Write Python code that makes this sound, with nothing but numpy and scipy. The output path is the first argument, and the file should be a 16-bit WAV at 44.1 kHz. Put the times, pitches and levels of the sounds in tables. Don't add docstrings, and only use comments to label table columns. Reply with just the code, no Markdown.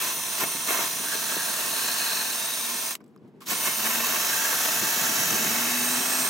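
import sys
import numpy as np
from scipy import signal
from scipy.fft import rfft, irfft
from scipy.io import wavfile

SR = 44100
rng = np.random.default_rng(int(sys.argv[2]) if len(sys.argv) > 2 else 0)


def unload_audio(sound):
    columns = np.transpose(np.atleast_2d(sound))
    steps = np.round(np.clip(columns, -1, 1) * 32767)
    wavfile.write(sys.argv[1], SR, steps.astype(np.int16))


N = 277389
T = np.arange(N) / SR
FREQS = np.maximum(np.fft.rfftfreq(N, 1 / SR), 1)

RUNS = [(0, 2.96), (3.455, 6.29)]
REST_START, REST_END = RUNS[0][1], RUNS[1][0]
# time in seconds, load from 0 to 1.
LOAD = [(0, 0.41), (.16, 0), (.35, 0.1), (.6, 0), (1.0, 0.05), (1.3, 0.33), (1.55, 0.42), (2.0, 0.52),
        (2.5, 0.14), (2.93, 0), (3.46, 0.39), (3.76, 0.4), (3.95, 0.7), (4.4, 0.89), (5.35, 0.92),
        (5.8, 0.77), (6.29, 0.79)]


def wire_wheel(wheel_turns, speed, bite):
    # time in seconds, share of the contact on the rim of the hole rather than on the flat.
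    on_rim = [(0, 0.82), (.95, 0.6), (1.1, 0.17), (2.25, 0.34), (2.5, 0.66), (3.7, 0.8), (3.95, 0.28),
              (4.3, 0), (5.4, 0.01), (6.29, 0.15)]
    # start in seconds, level in dB, decay in seconds.
    snags = [(.417, -35.5, 0.0058), (.435, -22.5, 0.0066), (.683, -26, 0.0058), (.705, -26, 0.0056),
             (.744, -30, 0.012), (.79, -30, 0.013), (2.229, -34, .004), (2.953, -43, 0.0021),
             (3.518, -35.5, 0.0052), (3.674, -31, 0.0075), (3.902, -36, 0.006), (4.002, -30, 0.0066),
             (4.122, -30, .006), (4.158, -28, 0.0049), (4.298, -30, .006), (4.528, -21.5, 0.0064),
             (5.326, -35, 0.0063), (6.243, -28, 0.0053)]
    rim = np.clip(curves(on_rim)[0], 0, 1)
    tufts = np.interp(wheel_turns, np.arange(12) / 12, rng.standard_normal(12), period=1)
    press_db = 1.15 * walk(60) - .13 * tufts
    lift_off = np.clip((REST_START - T) / .043, 0, 1)
    contact = np.where(T < REST_END, lift_off, speed)
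    force = contact * undb(press_db) * speed ** .75 * pressure(bite, -39.5, load_db=7.87, bite_db=11.1)
    rim_force = force * np.sqrt(rim) + bursts(snags)
    body = sheet(force * np.sqrt(1 - rim), rim_force)
    treble = wires(bite) + rust(bite, rim_force)
    treble = reflect(treble, lag_s=.00119, drift=.064, gain=.3)
    treble = reflect(treble, lag_s=.0037, drift=.022, gain=.28)
    return antiresonances(body + contact * undb(.48 * press_db) * (singing_steel(bite) + treble))


def sheet(flat_force, rim_force):
    # frequency in Hz, width in Hz, level in dB.
    flat_modes = [(243.5, 103, -7), (447, 260, -8.5), (638, 57, -0.5), (727, 89, -3), (923, 123, -4),
                  (1120, 174, -2), (1352, 290, -2.5), (1587, 190, -1.5), (1750, 123, -1.5), (1900, 165, -4),
                  (2193, 240, -5), (2595, 226, -6), (3030, 370, -9.5), (3750, 150, -7.5)]
    # frequency in Hz, width in Hz, level in dB.
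    rim_modes = [(223, 98, -9.5), (410, 310, -6), (663, 115, -0.5), (928, 225, -4), (1050, 116, 3.5),
                 (1165, 66, -1), (1402, 350, -4), (1772, 240, -3), (2150, 98, 0), (2337, 89, -0.5),
                 (2646, 170, 0.5), (3150, 200, -9), (3630, 290, -10)]
    flat = ring(strikes(6000, 3.4) * flat_force, flat_modes)
    return flat + ring(strikes(4500, 3.6) * rim_force, rim_modes)


def wires(bite):
    # frequency in Hz, width in Hz, level in dB.
    free_modes = [(4990, 380, -10.5), (5550, 350, -7.5), (5940, 260, -0.5), (6280, 490, -2.5),
                  (6930, 350, -10), (7770, 1200, -12.5)]
    # frequency in Hz, width in Hz, level in dB.
    pressed_modes = [(5490, 400, -8.5), (5770, 230, -2), (6270, 480, -2), (6680, 270, -4.5),
                     (7120, 280, -1), (8200, 260, -17)]
    free = ring(strikes(9000, 3.7), free_modes) * pressure(bite, -37.5, load_db=-3, bite_db=4)
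    pressed = ring(strikes(9000, 4.01), pressed_modes)
    bent_time = (T + np.cumsum(.012 * walk(3)) / SR) % T[-1]
    return free + warp(pressed, bent_time) * pressure(bite, -51, load_db=21.5, bite_db=5.8)


def rust(bite, rim_force):
    # frequency in Hz, level in dB.
    scratch_colour = [(300, -26), (1200, -15.5), (2900, -0.5), (3400, -1), (4200, -1), (4600, 1), (5100, 0),
                      (8000, -0.5), (9800, -0.5), (11200, -2), (12600, -1.7), (14000, -0.5), (15200, -1),
                      (16000, 0)]
    # frequency in Hz, level in dB.
    sizzle_colour = [(1000, -36.5), (5000, -27), (9000, -17), (12000, 1.5), (14300, 2), (16000, -8)]
    scratch = colour(strikes(14000, 2.4), scratch_colour) * pressure(bite, -31, load_db=5.44, bite_db=5.4)
    sizzle_gain = np.hypot(rim_force * undb(-5.5), pressure(bite, -53.5, load_db=21.2, bite_db=14))
    return scratch + colour(strikes(12000, 2.9), sizzle_colour) * sizzle_gain


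def singing_steel(bite):
    # start and length in seconds, pitch and width in Hz, level in dB.
    patches = [(0.997, 0.64, 4160, 240, -43), (1.032, .17, 1635, 69.9, -38), (1.207, .34, 1642, 70, -40.5),
               (1.66, .72, 4180, 220, -35.5), (1.742, 0.62, 1635, 70.2, -41), (1.721, 0.65, 2510, 100, -44),
               (2.3, 0.38, 3840, 119, -41.5), (3.601, .75, 1810, 59.9, -47), (3.819, .55, 2658, 60.5, -42),
               (3.969, .24, 1087, 110, -40), (4.203, 0.4, 1608, 70.1, -37.5),
               (4.717, .7, 1623, 70.2, -39.5), (5.249, 1.16, 2630, 90, -41), (5.302, .6, 2145, 160, -43)]
    jitter_hz = 35.46 * walk(147)
    song = narrow_ring(rfft(strikes(5000, 1.4)), hz=4006 + jitter_hz, width_hz=300)
    song *= pressure(bite, -46, load_db=2, bite_db=5)
    strike_spectrum = rfft(strikes(5000, 2.3))
    for start, length, hz, width_hz, db in patches:
        arch = np.maximum(1 - (2 * (T - start) / length - 1) ** 2, 0)
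        pitch = hz * (1 - .025 * (1 - arch)) + jitter_hz
        song += narrow_ring(strike_spectrum, pitch, width_hz) * np.sqrt(arch) * undb(db)
    return song


def antiresonances(x):
    # time in seconds, centre in Hz, depth in dB.
    valley = [(0, 4650, -12.5), (.85, 4700, -5.5), (1.3, 4780, -2.5), (2.0, 4700, -3.5), (2.6, 4560, -0.5),
              (3.6, 4640, -5), (4.5, 4610, -5), (5.3, 4555, -5), (6.29, 4600, -3)]
    # start and length in seconds, centre and width in Hz, depth in dB.
    dips = [(0, 0.9, 2350, 300, -3.5), (0, 3.8, 2740, 160, -3.5), (1.1, 1.3, 2180, 330, -5.5),
            (1.5, 0.58, 3620, 260, -2), (3.5, 3.3, 2400, 150, -2.5), (3.8, 3.1, 3054, 400, -1.5)]
    hz, times, frames = signal.stft(x, SR, nperseg=1024, noverlap=768)
    def notch(centre_hz, width_hz):
        return np.exp(-((hz[:, None] - centre_hz) / (width_hz / 2)) ** 2)
    centre, depth = curves(valley)
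    centre = np.interp(times, T, centre + 70 * walk(3))
    depth = np.interp(times, T, depth * (1 + .41 * walk(4)))
    cut_db = depth * notch(centre, width_hz=510)
    for start, length, centre_hz, width_hz, depth_db in dips:
        opening = np.interp(times, T, hold(start, length, edge_s=.15))
        cut_db += depth_db * notch(centre_hz, width_hz) * opening
    frames = frames * undb([cut_db, .1 * cut_db])
    return signal.istft(frames, SR, nperseg=1024, noverlap=768)[1][:, :N]


def motor(turns, speed):
    # time in seconds, level in dB.
    whine_levels = [(0, -38.5), (1.1, -38.5), (1.55, -37.5), (2.9, -37.5), (3.62, -33.5), (3.88, -39),
                    (4.1, -50), (4.35, -41), (5.0, -51), (5.65, -43), (5.8, -35), (6.29, -32.5)]
    # start and length in seconds, multiple of the shaft rate, level in dB.
    squeals = [(.115, .06, 30, -39), (.88, 0.054, 30, -40), (1.148, 0.79, 28, -51), (1.75, .37, 24.75, -55),
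               (2.5, 0.46, 30, -49), (3.594, 0.063, 30, -37), (3.731, .11, 30, -37), (3.869, .09, 30, -36),
               (3.991, 0.09, 30, -40), (4.25, 1.03, 24.75, -44.5)]
    # multiple of the shaft rate, level in dB running light, level in dB at full load.
    hum_orders = [(2.002, -51, -45.5), (4, -54.5, -44.5), (6.04, -54, -44), (10, -66, -48.5)]
    def tone(order, flutter_db=1.44):
        return np.sqrt(2) * np.sin(2 * np.pi * order * turns) * undb(flutter_db * walk(44.5))
    load = curves(LOAD)[0]
    whine = pan(tone(20) * undb(curves(whine_levels)[0] + walk(6)), left_db=-4.5)
    squeal = sum(tone(order) * undb(db) * hold(start, length, edge_s=.03)
                 for start, length, order, db in squeals)
    gears = pan(squeal + tone(30) * undb(-64 + 18.5 * load), left_db=-1.5)
    hum = sum(undb(light + load * (loaded - light)) * tone(order, flutter_db=1.5)
              for order, light, loaded in hum_orders)
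    running = (whine + gears) * speed ** 2 + hum * speed ** 20
    power_off = np.where(T < REST_END, speed ** 5, 1)
    return running * gate(RUNS, fade_s=.0035) * power_off


def trigger(spin_up_s=.031, coast_s=.19):
    let_go = REST_START - .037
    coast = np.exp(-np.maximum(T - let_go, 0) / coast_s)
    spin_up = 1 - np.exp(-np.maximum(T - REST_END, 0) / spin_up_s)
    return np.where(T < REST_END, coast, spin_up)


def catching(inertia_s=.013):
    # start and length in seconds, bite from 0 to 1, sag of the shaft rate in Hz.
    catches = [(.01, 0.11, 0.3, 8), (0.39, 0.044, 0.88, 19), (0.676, 0.096, 0.8, 15.5),
               (0.779, 0.033, 0.6, 10.5), (0.813, 0.054, 0.59, 7), (1.116, 0.046, 0.4, 6),
               (1.29, .055, 0.24, 7), (2.111, 0.13, 0, 10), (3.499, 0.029, 1, 0), (3.644, 0.052, .65, 8.5),
               (3.84, 0.05, .5, 12), (3.919, 0.047, 0.23, 3), (4.075, .1, 0, 4)]
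    starts, lengths, bite, sag_hz = np.transpose(catches)
    shapes = np.array([hold(start, length, edge_s=.041) for start, length in zip(starts, lengths)])
    step = 1 / (inertia_s * SR)
    return bite @ shapes, signal.lfilter([step], [1, step - 1], sag_hz @ shapes)


def knocks():
    # start in seconds, level in dB, decay in seconds.
    blows = [(.42, -34.5, 0.037), (.545, -39.5, 0.019), (1.145, -37, 0.02), (1.366, -26.5, 0.0071),
             (3.515, -33, 0.017), (3.674, -38, 0.013), (4.825, -34, .018), (5.09, -35.5, 0.021),
             (5.315, -28.5, 0.011)]
    thud_modes = [(168, 80, 3.5), (236, 190, 7.5), (370, 340, 1), (900, 630, -22)]
    return ring(rng.standard_normal((2, N)) * bursts(blows), thud_modes)


def ticks():
    # start in seconds, tick level in dB, decay in seconds, level of the sheet's ring in dB.
    touches = [(2.952, -26, 0.003, -44.5), (2.964, -52, 0.007, -59), (3.004, -64, 0.0069, -49.5),
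               (3.04, -64, 0.007, -73), (3.06, -74, 0.062, -72), (3.162, -59, .002, -52),
               (3.275, -74, .02, -80), (3.405, -52, 0.037, -52.5), (3.418, -51, 0.025, -55),
               (3.469, -38, .008, -41)]
    tick_colour = [(60, -41), (1200, -4), (3000, 2.5), (6000, .5), (15000, -2.5)]
    tap_modes = [(675, 110, -5), (1110, 360, 7), (1600, 400, -2), (2250, 500, -3.5)]
    tick = colour(strikes(9000, 4.3), tick_colour) * bursts([row[:3] for row in touches])
    tap = strikes(13000, 2.7) * bursts([(start, db, decay) for start, _, decay, db in touches])
    return tick + ring(tap, tap_modes)


def pings(decay_s=.0032):
    # start in seconds, pitch in Hz, level in dB.
    flicks = [(3.015, 5300, -64), (3.04, 8000, -61), (3.062, 5200, -68), (3.079, 8100, -67),
              (3.177, 5000, -66.5), (3.418, 5100, -50)]
    grain = np.array([walk(450), walk(450)])
    tones = sum(np.sin(2 * np.pi * hz * T) * bursts([(start, db, decay_s)]) for start, hz, db in flicks)
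    return np.sqrt(2) * grain * tones


def rumble():
    # time in seconds, level in dB.
    levels = [(0, -53.5), (1.3, -48.5), (2.0, -51.5), (2.9, -53), (3.35, -49), (3.6, -49.5), (4.5, -49),
              (5.35, -40.5), (5.8, -45.5), (6.29, -45)]
    # frequency in Hz, level in dB.
    spectrum = [(25, -41), (60, -34), (90, -22), (120, -9), (150, -5), (185, -5.5), (230, -3), (290, -8),
                (400, -8), (560, -18.5), (1100, -28.5), (2000, -38), (5000, -48.5), (14000, -59)]
    return colour(rng.standard_normal((2, N)), spectrum) * undb(curves(levels)[0] + 2 * walk(9.8))


def drone():
    # start and length in seconds, first and last pitch in Hz, level and unsteadiness in dB.
    swells = [(2.548, 0.5, 232, 236.3, -57, 4), (3.762, 0.31, 220.5, 230, -45, 4),
              (5.384, 0.21, 216, 238, -41, 1.5), (5.59, .44, 237.7, 253, -37.3, 0.3),
              (5.997, 0.29, 253.6, 255, -42.5, -2.5)]
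    mid = np.zeros(N)
    for start, length, first_hz, last_hz, db, unsteady_db in swells:
        hz = np.interp(T, [start, start + length], [first_hz, last_hz])
        phase = 2 * np.pi * np.cumsum(hz * (1 + .0083 * walk(24.7))) / SR
        tone = np.sqrt(2) * (np.sin(phase) + undb(-12) * np.sin(1.5 * phase))
        mid += tone * undb(db + unsteady_db * walk(20)) * hold(start, length, edge_s=.052)
    return np.array([mid, np.zeros(N)])


def microphones(mid_side):
    # frequency in Hz, side minus mid in dB.
    side_db = [(100, -8.5), (250, -11), (600, -14.5), (800, -7.5), (1200, -14), (1500, -7.5), (1800, -5),
               (2000, -0.5), (2300, -3.5), (2630, -7), (2900, -1), (3150, -0.5), (3600, -4.5), (4150, -9),
               (4620, -3.5), (5200, -7), (6000, -11), (7000, -17.5), (10000, -10.5), (15000, -8.5)]
    # frequency in Hz, left minus right in dB.
    left_db = [(110, -0.5), (250, 2.5), (500, 0.5), (830, 3.5), (1060, -1.5), (1380, 0.5), (1630, -3.5),
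               (1900, .5), (2170, -3.5), (2500, 5), (3200, -0.8), (3900, 0.8), (6600, -1), (7500, -0.7),
               (15000, -2.6)]
    # frequency in Hz, phase lead of the left in radians.
    left_lead = [(250, -0.1), (900, -0.53), (1300, -0.25), (1560, -0.73), (1850, .7), (2000, -.9),
                 (2230, -1.5), (2400, .7), (2700, 0.45), (3300, -.1), (4050, 0.66), (5600, 0.17),
                 (6100, .2), (7240, -0.47), (8790, -0.95), (9040, -0.99), (13700, 0.1), (15700, -0.9)]
    mid, side = rfft(mid_side)
    width = undb(along(side_db))
    lean = undb(along(left_db) / 2) * np.exp(.5j * along(left_lead))
    return irfft(np.array([(mid + width * side) * lean, (mid - width * side) / lean]), N)


def reflect(x, lag_s, drift, gain):
    echo = warp(x, T - lag_s * (1 + drift * walk(.615)))
    return (x + gain * echo) / np.hypot(1, gain)


def pressure(bite, light_db, load_db, bite_db):
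    return undb(light_db + load_db * curves(LOAD)[0] + bite_db * bite)


def strikes(per_second, scatter_db):
    hit = rng.random((2, N)) < per_second / SR
    return unit(hit * rng.choice([-1, 1], (2, N)) * undb(scatter_db * rng.standard_normal((2, N))))


def ring(x, modes):
    power = sum(undb(2 * db) / (1 + ((FREQS ** 2 - hz ** 2) / (FREQS * width)) ** 2) ** 2
                for hz, width, db in modes)
    power /= 1 + (.6 * modes[0][0] / FREQS) ** 8
    power /= 1 + (FREQS / (1.2 * modes[-1][0])) ** 8
    cepstrum = irfft(np.log(power / power.mean()), N) * (T < T[-1] / 2)
    cepstrum[0] /= 2
    return irfft(rfft(x) * np.exp(rfft(cepstrum)), N)


def narrow_ring(strike_spectrum, hz, width_hz):
    swell = unit(irfft(strike_spectrum / (1 + (FREQS / width_hz) ** 4), N))
    return np.sqrt(2) * swell * np.sin(2 * np.pi * np.cumsum(hz) / SR)


def colour(x, points):
    return unit(irfft(rfft(x) * undb(along(points)), N))


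def warp(x, times):
    return np.array([np.interp(times, T, row) for row in x])


def pan(x, left_db):
    return x * undb(np.array([[left_db], [-left_db]]) / 2)


def bursts(rows):
    envelope = np.zeros(N)
    for start, db, decay in rows:
        first, last = np.searchsorted(T, [start, start + 20 * decay])
        envelope[first:last] += undb(db) * np.exp((start - T[first:last]) / decay)
    return envelope


def hold(start, length, edge_s):
    return np.clip(np.minimum(T - start, start + length - T) / edge_s + .5, 0, 1)


def gate(spans, fade_s):
    return sum(np.clip(np.minimum(T - start, end - T) / fade_s + 1, 0, 1) for start, end in spans)


def walk(rate_hz):
    smooth = signal.resample(rng.standard_normal(4096), 8 * 4096)
    return np.interp(2 * rate_hz * T, np.arange(len(smooth)) / 8, smooth)


def curves(rows):
    times, *columns = np.transpose(rows)
    return [np.interp(T, times, column) for column in columns]


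def along(points):
    hz, value = np.transpose(points)
    return np.interp(np.log(FREQS), np.log(np.maximum(hz, 1)), value)


def undb(db):
    return 10 ** (np.asarray(db) / 20)


def unit(x):
    return x / np.sqrt(np.mean(x ** 2, axis=-1, keepdims=True))


def scene(gear_ratio=16):
    # time in seconds, turns a second.
    held_rate = [(0, 454), (.09, 455), (.15, 466), (.19, 456.5), (.28, 452.5), (.32, 454.5), (.39, 452),
                 (.445, 443), (.48, 464), (.51, 450), (.54, 455), (.64, 457.5), (.68, 455), (.82, 457),
                 (.895, 462), (.93, 457.5), (1.02, 459.5), (1.22, 452.5), (1.45, 453), (2.1, 451),
                 (2.5, 449.7), (2.92, 451), (3.6, 458.6), (3.78, 452), (4.35, 444.3), (5.0, 440),
                 (5.5, 440.5), (5.9, 429), (6.15, 422), (6.29, 430)]
    bite, sag_hz = catching()
    speed = trigger()
    shaft_hz = (curves(held_rate)[0] - sag_hz) * speed
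    tremble = (.0012 + .0023 * bite) * walk(50.5)
    turns = np.cumsum(shaft_hz * (1 + tremble)) / SR
    drill = motor(turns, speed)
    scouring = wire_wheel(turns / gear_ratio, speed, bite)
    return drill + microphones(scouring + knocks() + ticks() + pings() + rumble() + drone())


def record(dry):
    low_cut = signal.butter(2, 75, "highpass", fs=SR, output="sos")
    high_cut = signal.ellip(12, .1, 80, 15850, fs=SR, output="sos")
    fade_in = np.minimum(T / .003, 1)
    return signal.sosfilt(high_cut, signal.sosfilt(low_cut, dry * fade_in))


dry = scene()
out = record(dry)
unload_audio(out)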